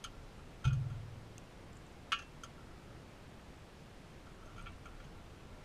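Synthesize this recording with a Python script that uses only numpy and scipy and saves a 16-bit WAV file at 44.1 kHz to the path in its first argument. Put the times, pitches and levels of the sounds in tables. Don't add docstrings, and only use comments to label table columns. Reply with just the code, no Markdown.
import sys
import numpy as np
from scipy import signal
from scipy.fft import rfft, irfft
from scipy.io import wavfile
from scipy.ndimage import uniform_filter1d

SR = 44100
rng = np.random.default_rng(int(sys.argv[2]) if len(sys.argv) > 2 else 0)


def gain_from_decibels(decibels):
    exponent = np.asarray(decibels, float) / 20
    return 10 ** exponent


def log_audio(samples):
    frames = np.atleast_2d(samples).T
    limited = np.clip(frames, -1, 1)
    pcm = np.round(limited * 32767).astype(np.int16)
    wavfile.write(sys.argv[1], SR, pcm)


N = 248724

TABLE_LOW_HZ = [32.8, 59.7, 88.3, 109.8, 130, 146.7, 189.8, 210.5]
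# pitch in Hz, level in dB, t60 in seconds.
TOUCHED_TOP = [(1158, -15.5, 0.16), (1287, -10, 0.13), (1366, -2.5, 0.097), (1416, -9, 0.08),
               (1780, -15, 0.091), (2227, -11, 0.13), (2310, -4, 0.085), (2500, -7.5, .09),
               (2770, -13, .09), (2970, -17, 0.11), (3090, -3, 0.066), (3220, -1, 0.078), (3394, -18, .08),
               (4430, -12, 0.062), (5120, -16, 0.054), (5300, -19, 0.071), (6050, -8, .05),
               (6330, -1, 0.038), (6500, -4, 0.069), (6500, -9, 0.046), (6660, -9, 0.046)]


def evened(x):
    return x / np.sqrt(np.mean(x ** 2) + 1e-20)


def add(mix, s, sound):
    part = mix[round(s * SR):][:len(sound)]
    part += sound[:len(part)]


def ring(hz, db, t60, seconds, turn=0.):
    t = np.arange(int(seconds * SR)) / SR
    return gain_from_decibels(db - 60 * t / t60) * np.cos(2 * np.pi * (hz * t + turn))


def contact(t, ms):
    return np.sin(np.pi / 2 * np.clip(t / (ms / 1000), 0, 1)) ** 2


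def air():
    # pitch in Hz, density in dB per Hz.
    hiss = [(12, -24), (20, 0.5), (59, -3.5), (92, -2.5), (121, -5), (151, -4.5), (174, -5.5), (211, -7.5),
            (484, -12.5), (525, -13), (674, -15), (1550, -21), (2850, -25), (9110, -38), (15000, -50)]
    level_db, patch_db = -54, 0.5
    frames, hz = N // 512 + 5, np.fft.rfftfreq(2048, 1 / SR)
    real, imaginary, patches = rng.standard_normal((frames, 1025, 3)).T
    patches = uniform_filter1d(patches, 20, 0)
    patches = evened(uniform_filter1d(patches, 8, 1))
    hiss_hz, hiss_db = np.transpose(hiss)
    colour_db = np.interp(np.log(hz + 1), np.log(hiss_hz + 1), hiss_db)
    z = (real + 1j * imaginary) * gain_from_decibels(colour_db[:, None] + patch_db * patches)
    noise = signal.istft(z, nperseg=2048, noverlap=1536)[1][:N]
    return gain_from_decibels(level_db) * evened(noise)


def shuffle():
    # start, strongest moment and end in seconds, sway in dB, claw scrape in dB.
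    shifts = [
        (0.0, .05, 0.46, -54, -73),
        (.75, .85, 1.08, -51.5, -67.5),
        (2.5, 2.6, 2.8, -58.5, -69),
        (2.7, 2.9, 3.08, -57, -68),
        (4.206, 4.55, 4.75, -58, -66.5),
        (4.55, 4.722, 4.9, -52.5, -77),
        (4.813, 4.93, 5.8, -54.5, -70.5),
    ]
    sway_fall_db, scrape_fall_db = -5, -8
    sway_levels_db = (2.0, -5.5, -3.0, -7, -7, -13.5)
    sway = sum(ring(hz, db, 0.88, 1, 1 / 4) for hz, db in zip(TABLE_LOW_HZ, sway_levels_db))
    scrape = sum(ring(*mode, .2) for mode in TOUCHED_TOP[:4])
    scrape *= contact(np.arange(len(scrape)) / SR, 2.8)
    grit = rng.standard_normal(N) * (rng.random(N) < 300 / SR)
    sway = evened(signal.fftconvolve(grit, sway)[:N])
    scrape = evened(signal.fftconvolve(grit, scrape)[:N])
    out, t = np.zeros(N), np.arange(N) / SR
    for *s, sway_db, scrape_db in shifts:
        slack = np.interp(t, s, [1, 0, 1])
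        edge = np.clip(np.minimum(t - s[0], s[-1] - t) / 0.065, 0, 1)
        out += edge * gain_from_decibels(sway_db + sway_fall_db * slack) * sway
        out += edge * gain_from_decibels(scrape_db + scrape_fall_db * slack) * scrape
    return out


def boom():
    # level in dB, t60 in seconds.
    low_ring = [(-43, 1.1), (-34, 0.44), (-38.5, 1.3), (-35, 1.87), (-26, 0.93), (-32, 1), (-44.5, 0.68),
                (-48.5, 0.69)]
    # pitch in Hz, level in dB, t60 in seconds.
    dull_modes = [(351, -53.5, 0.21), (525, -53.5, 0.2), (710, -55, 0.15), (876, -48.5, 0.12)]
    blow_s = .6528
    out = np.zeros(N)
    push = np.hanning(120)
    modes = 0
    for k, hz in enumerate(TABLE_LOW_HZ):
        lag = -1 / 4 if k == 0 else 0
        modes = modes + (-1) ** k * ring(hz, *low_ring[k], 2, lag)
    add(out, blow_s - len(push) / 2 / SR, signal.fftconvolve(modes, push / push.sum()))
    dip = -gain_from_decibels(-30) * np.hanning(round(0.0077 * SR))
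    add(out, blow_s - .001, dip)
    thud = sum(ring(*mode, .2, rng.random()) for mode in dull_modes)
    add(out, blow_s - .003, thud * contact(np.arange(len(thud)) / SR, 1.8))
    return out


def touch(kind, strength_db, hard_db=0, edge_db=0):
    return strength_db + np.append(0, np.add(kind[:3], [hard_db, hard_db, hard_db + edge_db]))


def knock(modes, levels_db, ms, spread_db, thicket_db, damping=1):
    # pitch in Hz, level in dB, t60 in seconds.
    thicket = [(600, -38, 0.068), (1040, -38, 0.15), (1100, -16.5, .09), (1390, -12, 0.15),
               (1570, -16, .09), (1880, -23, 0.087), (2400, -11.5, 0.23), (3240, -3.5, 0.1),
               (3680, -15, 0.1), (5000, -10, 0.1), (5630, -16.5, .08), (6500, -1, 0.068),
               (6840, -15.5, 0.093), (9950, -14, 0.056), (15000, -35, 0.035)]

    def struck_db(hz):
        return np.interp(hz, [1600, 2050, 2750, 2850, 3600, 5000], np.repeat(levels_db, 2)[1:-1])

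    thin = 0
    for hz, db, t60 in modes:
        luck_db, turn = spread_db * rng.standard_normal(), rng.standard_normal()
        thin = thin + ring(hz, db + struck_db(hz) + luck_db, t60 / damping, 0.26, turn)
    n = len(thin)
    f, db, t60 = np.transpose(thicket)
    hz = np.fft.rfftfreq(n, 1 / SR)
    colour = gain_from_decibels(np.interp(np.log(hz + 1), np.log(f), db) + struck_db(hz) + thicket_db)
    noise = irfft(rfft(rng.standard_normal(n)) * colour, n)
    hz, t, z = signal.stft(noise, SR, nperseg=128)
    dying = gain_from_decibels(-60 * t / np.interp(hz, f, t60)[:, None])
    weak = signal.istft(z * dying, nperseg=128)[1]
    return gain_from_decibels(1.5) * (thin + weak[:n]) * contact(np.arange(n) / SR, ms)


def falling_shell():
    low_hz = [1122, 1153, 1281, 1361, 1421, 1622, 1737, 1817, 2219, 2340, 2439, 2488, 2692, 2764, 2861]
    high_hz = [2897, 2958, 3088, 3229, 3556, 4086, 4393, 4727, 5120, 5534, 5760, 6234, 6450, 6551, 6751]
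    # level in dB, t60 in seconds.
    mode_ring = [(-24, 0.13), (-13.5, 0.24), (-8, .08), (0.5, 0.09), (-4, 0.063), (-22.5, 0.33), (-20, 0.3),
                 (-21, 0.27), (-6.5, 0.059), (-9, 0.065), (-10, 0.079), (-11, 0.21), (-14.5, 0.4),
                 (-12, .16), (-12, 0.13), (-5, 0.17), (-17, .12), (-16, 0.098), (-11, 0.18), (-14, 0.088),
                 (-21, 0.21), (-15, 0.11), (-13, .15), (-15.5, 0.3), (-19, 0.2), (-12, 0.18), (-16, 0.33),
                 (-5.5, .1), (-11, 0.17), (-15, .14)]
    hard_shell = (-3, -3.5, -15.5, 2)
    # start in seconds, strength in dB, extra hardness in dB, extra edge in dB, contact in ms.
    bounces = [
        (2.1186, -24.5, 0, 1.5, 2.5),
        (2.129, -30, 2.5, -3, 1.06),
        (2.186, -48.5, 4, 7, 2.9),
        (2.192, -43.5, -1.5, 4, 2),
        (2.22, -52.5, 0, 8.5, 2),
    ]
    out = np.zeros(N)
    modes = np.column_stack([low_hz + high_hz, mode_ring])
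    for k, (s, *how, ms) in enumerate(bounces):
        damping = 1.1 if k == 1 else 2.2
        add(out, s, knock(modes, touch(hard_shell, *how), ms, 0.66, 8.6, damping))
    return out


def touches():
    soft_pad = (-22, -19, -28, 7.5)
    claw = (-10, -14.5, -16.5, 3.5)
    digging = (-3.5, -10.5, -27, 2.5)
    hard_tip = (-13.5, -6, -6, 2.5)
    # start in seconds, strength in dB.
    pad_steps = [(.384, -52.5), (2.576, -54.5), (4.264, -51.5), (4.414, -53.5), (4.427, -53), (4.918, -60)]
    # start in seconds, strength in dB.
    claw_knocks = [(.899, -53), (4.471, -61), (4.492, -57), (4.563, -54), (4.577, -46.5), (4.609, -51)]
    # start in seconds, strength, extra hardness, extra edge in dB.
    digs = [
        (4.592, -48, -3, 8),
        (4.658, -53, 6, 0),
        (4.6657, -44, 0.5, -6),
        (4.8552, -43, -8.5, 12),
        (5.0, -53.5, -1.5, 2),
    ]
    # start in seconds, strength, extra hardness, extra edge in dB.
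    taps = [
        (.0395, -38.5, 2.5, -3),
        (0.7298, -51, 0, 0),
        (.929, -63, -1, -3),
        (2.4343, -42.5, -3.5, 3),
        (4.456, -62.5, -8, 9),
        (5.04, -62.5, 9, -10),
    ]
    out = np.zeros(N)
    for kind, rows in [(soft_pad, pad_steps), (claw, claw_knocks), (digging, digs), (hard_tip, taps)]:
        for s, *how in rows:
            add(out, s, knock(TOUCHED_TOP, touch(kind, *how), kind[-1], 1.2, 14.6))
    return out


def beak_blows():
    # pitch in Hz, level in dB, t60 in seconds.
    blow_modes = [(1174, -17, .12), (1335, -6, 0.1), (1414, -2.5, .09), (2210, -11, .1), (2487, -5.5, 0.29),
                  (2680, -18, .14), (3073, -13, .11), (3270, -13, .1), (3620, -16, 0.11), (4020, -18, 0.11),
                  (4310, -11, .12), (4980, -11, .12), (5965, -3, 0.066), (6380, -2, .09)]
    heavy_beak = (-13, -10, -17, 5)
    # start in seconds, strength in dB, extra hardness in dB, extra edge in dB, contact in ms.
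    blows = [
        (.64, -35.5, -0.5, -1, 7.4),
        (.649, -35, 2, -3, 3.8),
        (.673, -43, 6, -3, 4.5),
        (.704, -43, -4, -16, 4.4),
    ]
    out = np.zeros(N)
    for s, *how, ms in blows:
        add(out, s, knock(blow_modes, touch(heavy_beak, *how), ms, 1.2, 14.6))
    return out


def beak_ticks():
    # start in seconds, peak in dB, pitch in Hz, t60 in seconds.
    ticks = [(0.2344, -65, 7520, 0.011), (0.381, -60, 8440, 0.0091), (1.3808, -37, 6340, 0.0051),
             (1.73, -57, 7250, 0.014), (1.755, -59, 7300, 0.012), (1.7684, -54, 7040, 0.012),
             (1.773, -57, 7300, 0.012), (1.8657, -58, 7300, 0.011), (1.923, -62, 7370, 0.012),
             (4.6243, -56, 8250, 0.013), (4.7194, -63, 8450, 0.012)]
    # pitch in Hz, level in dB, t60 in seconds.
    side_rings = [(2700, -11.5, 0.016), (8330, -10, 0.0079), (4400, -15, .005), (13800, -24, .004)]
    out, t = np.zeros(N), np.arange(int(.03 * SR)) / SR
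    for s, db, hz, t60 in ticks:
        modes = [(hz, 0, t60), (hz * 1.1, -6, t60)] + side_rings
        rings = sum(ring(*mode, .03, rng.random()) for mode in modes)
        crack = np.diff(rng.standard_normal(len(t) + 1)) * gain_from_decibels(-25 - 60 * t / .008)
        add(out, s, gain_from_decibels(db + 2) * (rings + crack) * contact(t, 0.58))
    return out


def scene():
    table = shuffle() + boom() + falling_shell() + touches() + beak_blows()
    return (air() + table + beak_ticks())[None]


def roll_off(x):
    return signal.sosfilt(signal.butter(12, 15180, fs=SR, output="sos"), x)


def record(dry):
    sparse_hz, edge_hz = 12800, 15150
    hz, t, z = signal.stft(dry, SR, nperseg=2048)
    patch = uniform_filter1d(abs(z), size=5, axis=1)
    kept = patch > np.median(patch, axis=2, keepdims=True)
    z = np.where(hz[:, None] > sparse_hz, gain_from_decibels(3.0) * kept * z, z)
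    thinned = signal.istft(z, SR, nperseg=2048)[1][:, :N]
    edge = signal.firwin(511, edge_hz, window=("kaiser", 9), fs=SR)
    return roll_off(signal.oaconvolve(thinned, edge[None], "same"))


dry = scene()
out = record(dry)
log_audio(out)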